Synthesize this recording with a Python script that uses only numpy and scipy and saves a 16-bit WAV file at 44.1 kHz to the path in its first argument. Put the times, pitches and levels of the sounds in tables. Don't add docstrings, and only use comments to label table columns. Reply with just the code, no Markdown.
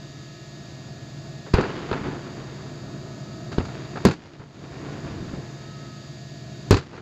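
import sys
import numpy as np
from scipy import signal
from scipy.fft import rfft, irfft, next_fast_len
from scipy.io import wavfile
from scipy.ndimage import minimum_filter1d

SR = 44100
rng = np.random.default_rng(int(sys.argv[2]) if len(sys.argv) > 2 else 0)


def int16_out(signal):
    q = np.round(np.clip(np.atleast_2d(signal).T, -1, 1) * 32767)
    wavfile.write(sys.argv[1], SR, q.astype(np.int16))


N = 309141
TIME = np.arange(N) / SR

# (time [s], front level [dB], push [ms], edge [Hz],
# clatter level [dB], clatter t60 [s], echo level [dB], roll level [dB])
LAUNCHES = [(1.5395, -3, 6.2, 1740, -20, 0.32, -7, -33.5), (1.585, -6, 1.38, 1060, -23, 0.41, -21.5, -38.5),
            (3.5833, -4, 3.23, 1120, -27, 0.26, -15, -40.5)]
# (time [s], front level [dB], push [ms], edge [Hz],
# clatter level [dB], clatter t60 [s], echo level [dB], roll level [dB])
BURSTS = [(4.0515, 18.4, 1.75, 3800, -3, 0.14, 4.5, -36.5),
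          (6.7088, 19.5, 2.67, 4470, -6.5, 0.23, 7, -33.5)]
# (delay [s], front [dB re shot's echo], clatter [dB re shot's echo], push [ms], edge [Hz], clatter t60 [s])
LAUNCH_ECHOES = [(-.004, -28, -18, 0.88, 3070, 0.14), (0.0703, -5, -20, 0.55, 2800, 0.089),
                 (0.1011, -9, -21.5, 0.47, 1270, 0.16), (.35, -19, -25.5, 1.1, 1700, .07),
                 (.374, -5, -14.5, 1.4, 1150, 0.083), (.389, -3, -13, 0.56, 1330, 0.096)]
# (delay [s], front [dB re shot's echo], clatter [dB re shot's echo], push [ms], edge [Hz], clatter t60 [s])
BURST_ECHOES = [(.035, -1, -21, 0.7, 2100, .09), (0.0596, -9, -19.5, .8, 4640, 0.12)]
# (time [s], clatter level [dB], boom level [dB], edge [Hz])
FAR_REPORTS = [(1.463, -38, -50, 1300), (2.659, -43, -50, 1510), (3.517, -36, -30, 3470),
               (4.397, -29.5, -24.5, 1250), (5.332, -39.5, -29, 900), (5.372, -43, -27.5, 690),
               (6.931, -29, -27, 1620), (6.975, -29, -28, 1200)]
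# (frequency [Hz], relative level [dB], t60 [s])
RESONANCES = [(101, -16.5, 0.2), (195, -14.5, 0.13), (406.4, -3.5, 0.033), (1032, -12.5, 0.02),
              (1350, -14.5, 0.035), (1580, -16, .04)]
# (multiple of the boom's own pitch [ratio], level [dB])
BOOM_SPECTRUM = [(.2, -29), (.6, -6), (1, -0.5), (1.5, -10.5), (2.2, -10), (3.5, -21), (5, -26), (12, -71)]
# (frequency [Hz], level [dB])
CLATTER_SPECTRUM = [(50, -22), (180, -7), (290, -1), (420, 5), (590, -8.5), (750, -4), (950, -6),
                    (1400, -5.5), (2000, -11.5), (2600, -11.5), (3200, -17.5), (4600, -10.5), (5600, -21.5),
                    (7200, -15), (10000, -33)]
# (delay [s], level [dB re shot's roll], swell [s], t60 [s], dulling above [Hz])
LAUNCH_ROLLS = [(.03, 0, 0.13, 2.47, 3700), (.35, -1, 0.08, 3.07, 2100)]
# (delay [s], level [dB re shot's roll], swell [s], t60 [s], dulling above [Hz])
BURST_ROLLS = [(.05, 2.5, 0.047, 3.4, 8500), (.47, 1, .34, 3.46, 2370), (.65, 0, .49, 1.64, 201.3)]
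# (frequency [Hz], level [dB])
ROLL_SPECTRUM = [(25, -19), (60, -4.5), (140, -2), (350, 1.5), (600, -10), (1200, -11.5), (2400, -16.5),
                 (4600, -21.5), (7000, -28), (9000, -52)]
# (time [s], level [dB])
ENGINE_LEVEL = [(0, -2.5), (1.4, 2.5), (2.5, 3), (3.4, 5), (5.2, 3.5), (6, 2), (7, 7)]
# (frequency [Hz], level [dB], pitch wander [share])
ENGINE_HUM = [(126.4, -47.5, 0.0033), (144.7, -46.5, 0.0057), (202.1, -54.5, 0.0091), (344, -56.5, 0.00718),
              (641, -61, 0.00366), (689.4, -61, 0.00438)]
# (frequency [Hz], level [dB])
TOWN_SPECTRUM = [(20, -32), (40, -10), (70, -1.5), (140, 7), (200, 0.5), (350, 0.5), (490, -12), (670, -5),
                 (800, -16.5), (1500, -17), (3000, -56.5)]
# (frequency [Hz], level [dB], pitch wander [share])
MOTOR_WHINE = [(1696, -60, .001), (5087, -70, .0003), (6783, -70, .0002), (7860, -80, .0002)]
MOTOR_HARMONICS = [-61, -68.5, -63.5, -61]
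# (time [s], level [dB])
THIN_SWELLS = [(.25, -62.5), (3.25, -58.5), (5.8, -58)]
# (frequency [Hz], level [dB])
HISS_SPECTRUM = [(300, -7.5), (1300, -10), (2200, 1), (3000, -2), (3800, 2), (4900, 3), (5500, -5.5),
                 (6200, -2), (6900, 1.5), (7800, -12.5), (8500, -42), (12000, -23.5), (14000, -31)]

BOOM_DB, BOOM_PUSHES = -12, 3.24
LAUNCH_ECHO_BOOM_DB, BURST_ECHO_BOOM_DB, ECHO_BOOM_HZ = -20, -17.5, 108
FAR_PUSH_MS, FAR_BOOM_HZ, FAR_T60_S, FAR_FRONT_DB = 1.3, 135, 0.23, 4
MOTOR_HZ = 924.8
THIN_HZ, THIN_SWELL_S, THIN_REST_DB = 1274, .22, -71
TOP_HZ = 14000


def bangs(crack_db=-20, build_s=0.00052):
    out, t = np.zeros(N), TIME[:SR]
    for start_s, db, push_ms, edge_hz, boom_db, boom_hz, clatter_db, clatter_t60 in arrivals():
        front = undb(db) * (shock(t, push_ms, edge_hz) + undb(crack_db) * crackle(t, edge_hz))
        tail = undb(boom_db) * boom(t, boom_hz) + clatter(t, edge_hz, clatter_db, clatter_t60)
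        build_up = 1 - np.exp(-t / build_s)
        add(out, start_s, front + tail * build_up)
    return microphone_top(out)


def arrivals():
    yield from fronts(LAUNCHES, LAUNCH_ECHOES, LAUNCH_ECHO_BOOM_DB)
    yield from fronts(BURSTS, BURST_ECHOES, BURST_ECHO_BOOM_DB)
    for start_s, clatter_db, boom_db, edge_hz in FAR_REPORTS:
        front_db = clatter_db + FAR_FRONT_DB
        yield start_s, front_db, FAR_PUSH_MS, edge_hz, boom_db, FAR_BOOM_HZ, clatter_db, FAR_T60_S


def fronts(shots, echoes, echo_boom_db):
    for start_s, db, push_ms, edge_hz, clatter_db, t60, echo_db, _ in shots:
        boom_hz = 1000 / (BOOM_PUSHES * push_ms)
        yield start_s, db, push_ms, edge_hz, db + BOOM_DB, boom_hz, clatter_db, t60
        for delay_s, wall_db, scatter_db, wall_push_ms, wall_hz, wall_t60 in echoes:
            slap_db = echo_db + wall_db
            boom_db = slap_db + echo_boom_db
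            scattered_db = echo_db + scatter_db
            yield (start_s + delay_s, slap_db, wall_push_ms, wall_hz,
                   boom_db, ECHO_BOOM_HZ, scattered_db, wall_t60)


def shock(t, push_ms, edge_hz, ground_ms=0.763, ground_db=-7, suck_db=-7, bass_cut_hz=58):
    ms = 1000 * t
    age = ms / push_ms
    blast = (1 - age) * np.exp(-age)
    blast = blast + undb(suck_db) * (1 - 2 * age) * (age < 1)
    blast = blast + undb(ground_db) * np.interp(ms - ground_ms, ms, blast, left=0)
    rounded = butter(blast, edge_hz, "low")
    return ring(butter(rounded, bass_cut_hz, "high")) / 2


def ring(x):
    out = x
    for hz, db, t60 in RESONANCES:
        pole = np.exp(-np.log(1000) / (t60 * SR) + 2j * np.pi * hz / SR)
        gain = 10 * undb(db) * (1 - abs(pole))
        out = out + gain * signal.lfilter([1], [1, -pole], x).real
    return out


def crackle(t, edge_hz, t60=0.026, low_cut_hz=2500, edge_ratio=3.17):
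    noise = colour(rng.standard_normal(SR), CLATTER_SPECTRUM)
    bright = unit(butter(noise, low_cut_hz, "high"))
    return butter(bright * fade(t, t60), edge_ratio * edge_hz, "low", order=4)


def boom(t, boom_hz, t60=0.16):
    spectrum = np.array(BOOM_SPECTRUM) * [boom_hz, 1]
    return colour(rng.standard_normal(SR), spectrum) * fade(t, t60)


def clatter(t, edge_hz, db, t60, edge_ratio=1.73, clusters_db=2.5):
    hits = colour(facets(SR, per_s=3600, spread_db=1.5), CLATTER_SPECTRUM)
    hits = unit(butter(hits, edge_ratio * edge_hz, "low"))
    return hits * undb(db + clusters_db * walk(146)[:SR]) * fade(t, t60)


def microphone_top(x, mic_hz=7600, top_octave_db=-9):
    below = butter(x, mic_hz, "low", order=6)
    above = butter(x, mic_hz, "high", order=6)
    return below + undb(top_octave_db) * above


def rolls(shots, paths, lumpy_db=2.5):
    out = np.zeros(N)
    for start_s, *_, roll_db in shots:
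        for delay_s, db, swell_s, t60, dull_hz in paths:
            grains = colour(facets(N, per_s=1600, spread_db=3.5), ROLL_SPECTRUM)
            grains = unit(butter(grains, dull_hz, "low"))
            swell = np.minimum(TIME / swell_s, 1)
            decay = fade(np.maximum(TIME - swell_s, 0), t60)
            level = undb(roll_db + db + lumpy_db * walk(23.7))
            add(out, start_s + delay_s, grains * swell * decay * level)
    return out


def town(rumble_db=-43.0, rumble_share=0.77, unrest_db=1.9):
    engine_db = np.interp(TIME, *np.transpose(ENGINE_LEVEL))
    rumble_level = undb(rumble_db + rumble_share * engine_db + unrest_db * walk(3.09))
    rumble = colour(rng.standard_normal(N), TOWN_SPECTRUM) * rumble_level
    hum = tones(ENGINE_HUM, wander_rate=14, flutter_db=0.0) * undb(engine_db)
    return rumble + hum


def camera(hiss_db=-51.5):
    harmonics = [(k * MOTOR_HZ, db, .0004) for k, db in enumerate(MOTOR_HARMONICS, 2)]
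    motor = tones(harmonics, wander_rate=30, flutter_db=-1.2)
    whine = tones(MOTOR_WHINE, wander_rate=30, flutter_db=-0.5)
    hiss = undb(hiss_db) * colour(rng.standard_normal(N), HISS_SPECTRUM)
    return motor + whine + thin_tone() + hiss


def thin_tone():
    level = undb(THIN_REST_DB)
    for peak_s, db in THIN_SWELLS:
        level = level + undb(db) * np.exp(-((TIME - peak_s) / THIN_SWELL_S) ** 2)
    return tones([(THIN_HZ, 0, .007)], wander_rate=70, flutter_db=2) * level


def tones(lines, wander_rate, flutter_db):
    out = 0
    for hz, db, wander in lines:
        pitch = hz * (1 + wander * walk(wander_rate))
        phase = 2 * np.pi * np.cumsum(pitch) / SR
        level = np.sqrt(2) * undb(db + flutter_db * walk(5))
        out = out + level * np.sin(phase)
    return out


def facets(count, per_s, spread_db):
    hit = rng.random(count) < per_s / SR
    sign = rng.choice([-1, 1], count)
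    size = undb(spread_db * np.minimum(rng.exponential(1, count), np.pi))
    return hit * sign * size


def walk(rate):
    steps = rng.standard_normal(N // 100)
    return np.interp(TIME * rate, np.arange(len(steps)), steps)


def colour(x, points):
    hz, db = np.transpose(points)
    size = next_fast_len(len(x))
    bins = np.maximum(np.fft.rfftfreq(size, 1 / SR), 1)
    gain = undb(np.interp(np.log(bins), np.log(hz), db))
    return unit(irfft(rfft(x, size) * gain, size)[:len(x)])


def butter(x, hz, kind, order=2):
    return signal.sosfilt(signal.butter(order, min(hz, SR / 2 - 1), kind, fs=SR, output="sos"), x)


def fade(t, t60):
    return np.exp(-np.log(1000) * t / t60)


def undb(db):
    return 10 ** (np.asarray(db) / 20)


def unit(x):
    return x / np.sqrt(np.mean(x ** 2))


def add(out, start_s, x):
    i = min(int(start_s * SR), len(out))
    out[i:i + len(x)] += x[:len(out) - i]


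def scene():
    echoes = rolls(LAUNCHES, LAUNCH_ROLLS) + rolls(BURSTS, BURST_ROLLS)
    return (bangs() + echoes + town() + camera())[None]


def gain_control(x, top_db=-12, most_db=12, sense_s=.025, hold_s=.39, release_s=.15):
    keep = np.exp(-1 / (sense_s * SR))
    power = signal.lfilter([1 - keep], [1, -keep], x ** 2)
    level_db = 10 * np.log10(power + 1e-12)
    wanted_db = np.clip(top_db - level_db, -most_db, 0)
    half = int(hold_s * SR / 2)
    held_db = minimum_filter1d(wanted_db, 2 * half + 1, origin=half, mode="nearest")
    keep = np.exp(-1 / (release_s * SR))
    released_db = signal.lfilter([1 - keep], [1, -keep], held_db)
    return x * undb(np.minimum(held_db, released_db))


def record(dry):
    clipped = np.clip(gain_control(dry), -.67, .69)
    top_cut = signal.ellip(8, .2, 70, TOP_HZ, fs=SR, output="sos")
    return signal.sosfilt(top_cut, clipped)


dry = scene()
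out = record(dry)
int16_out(out)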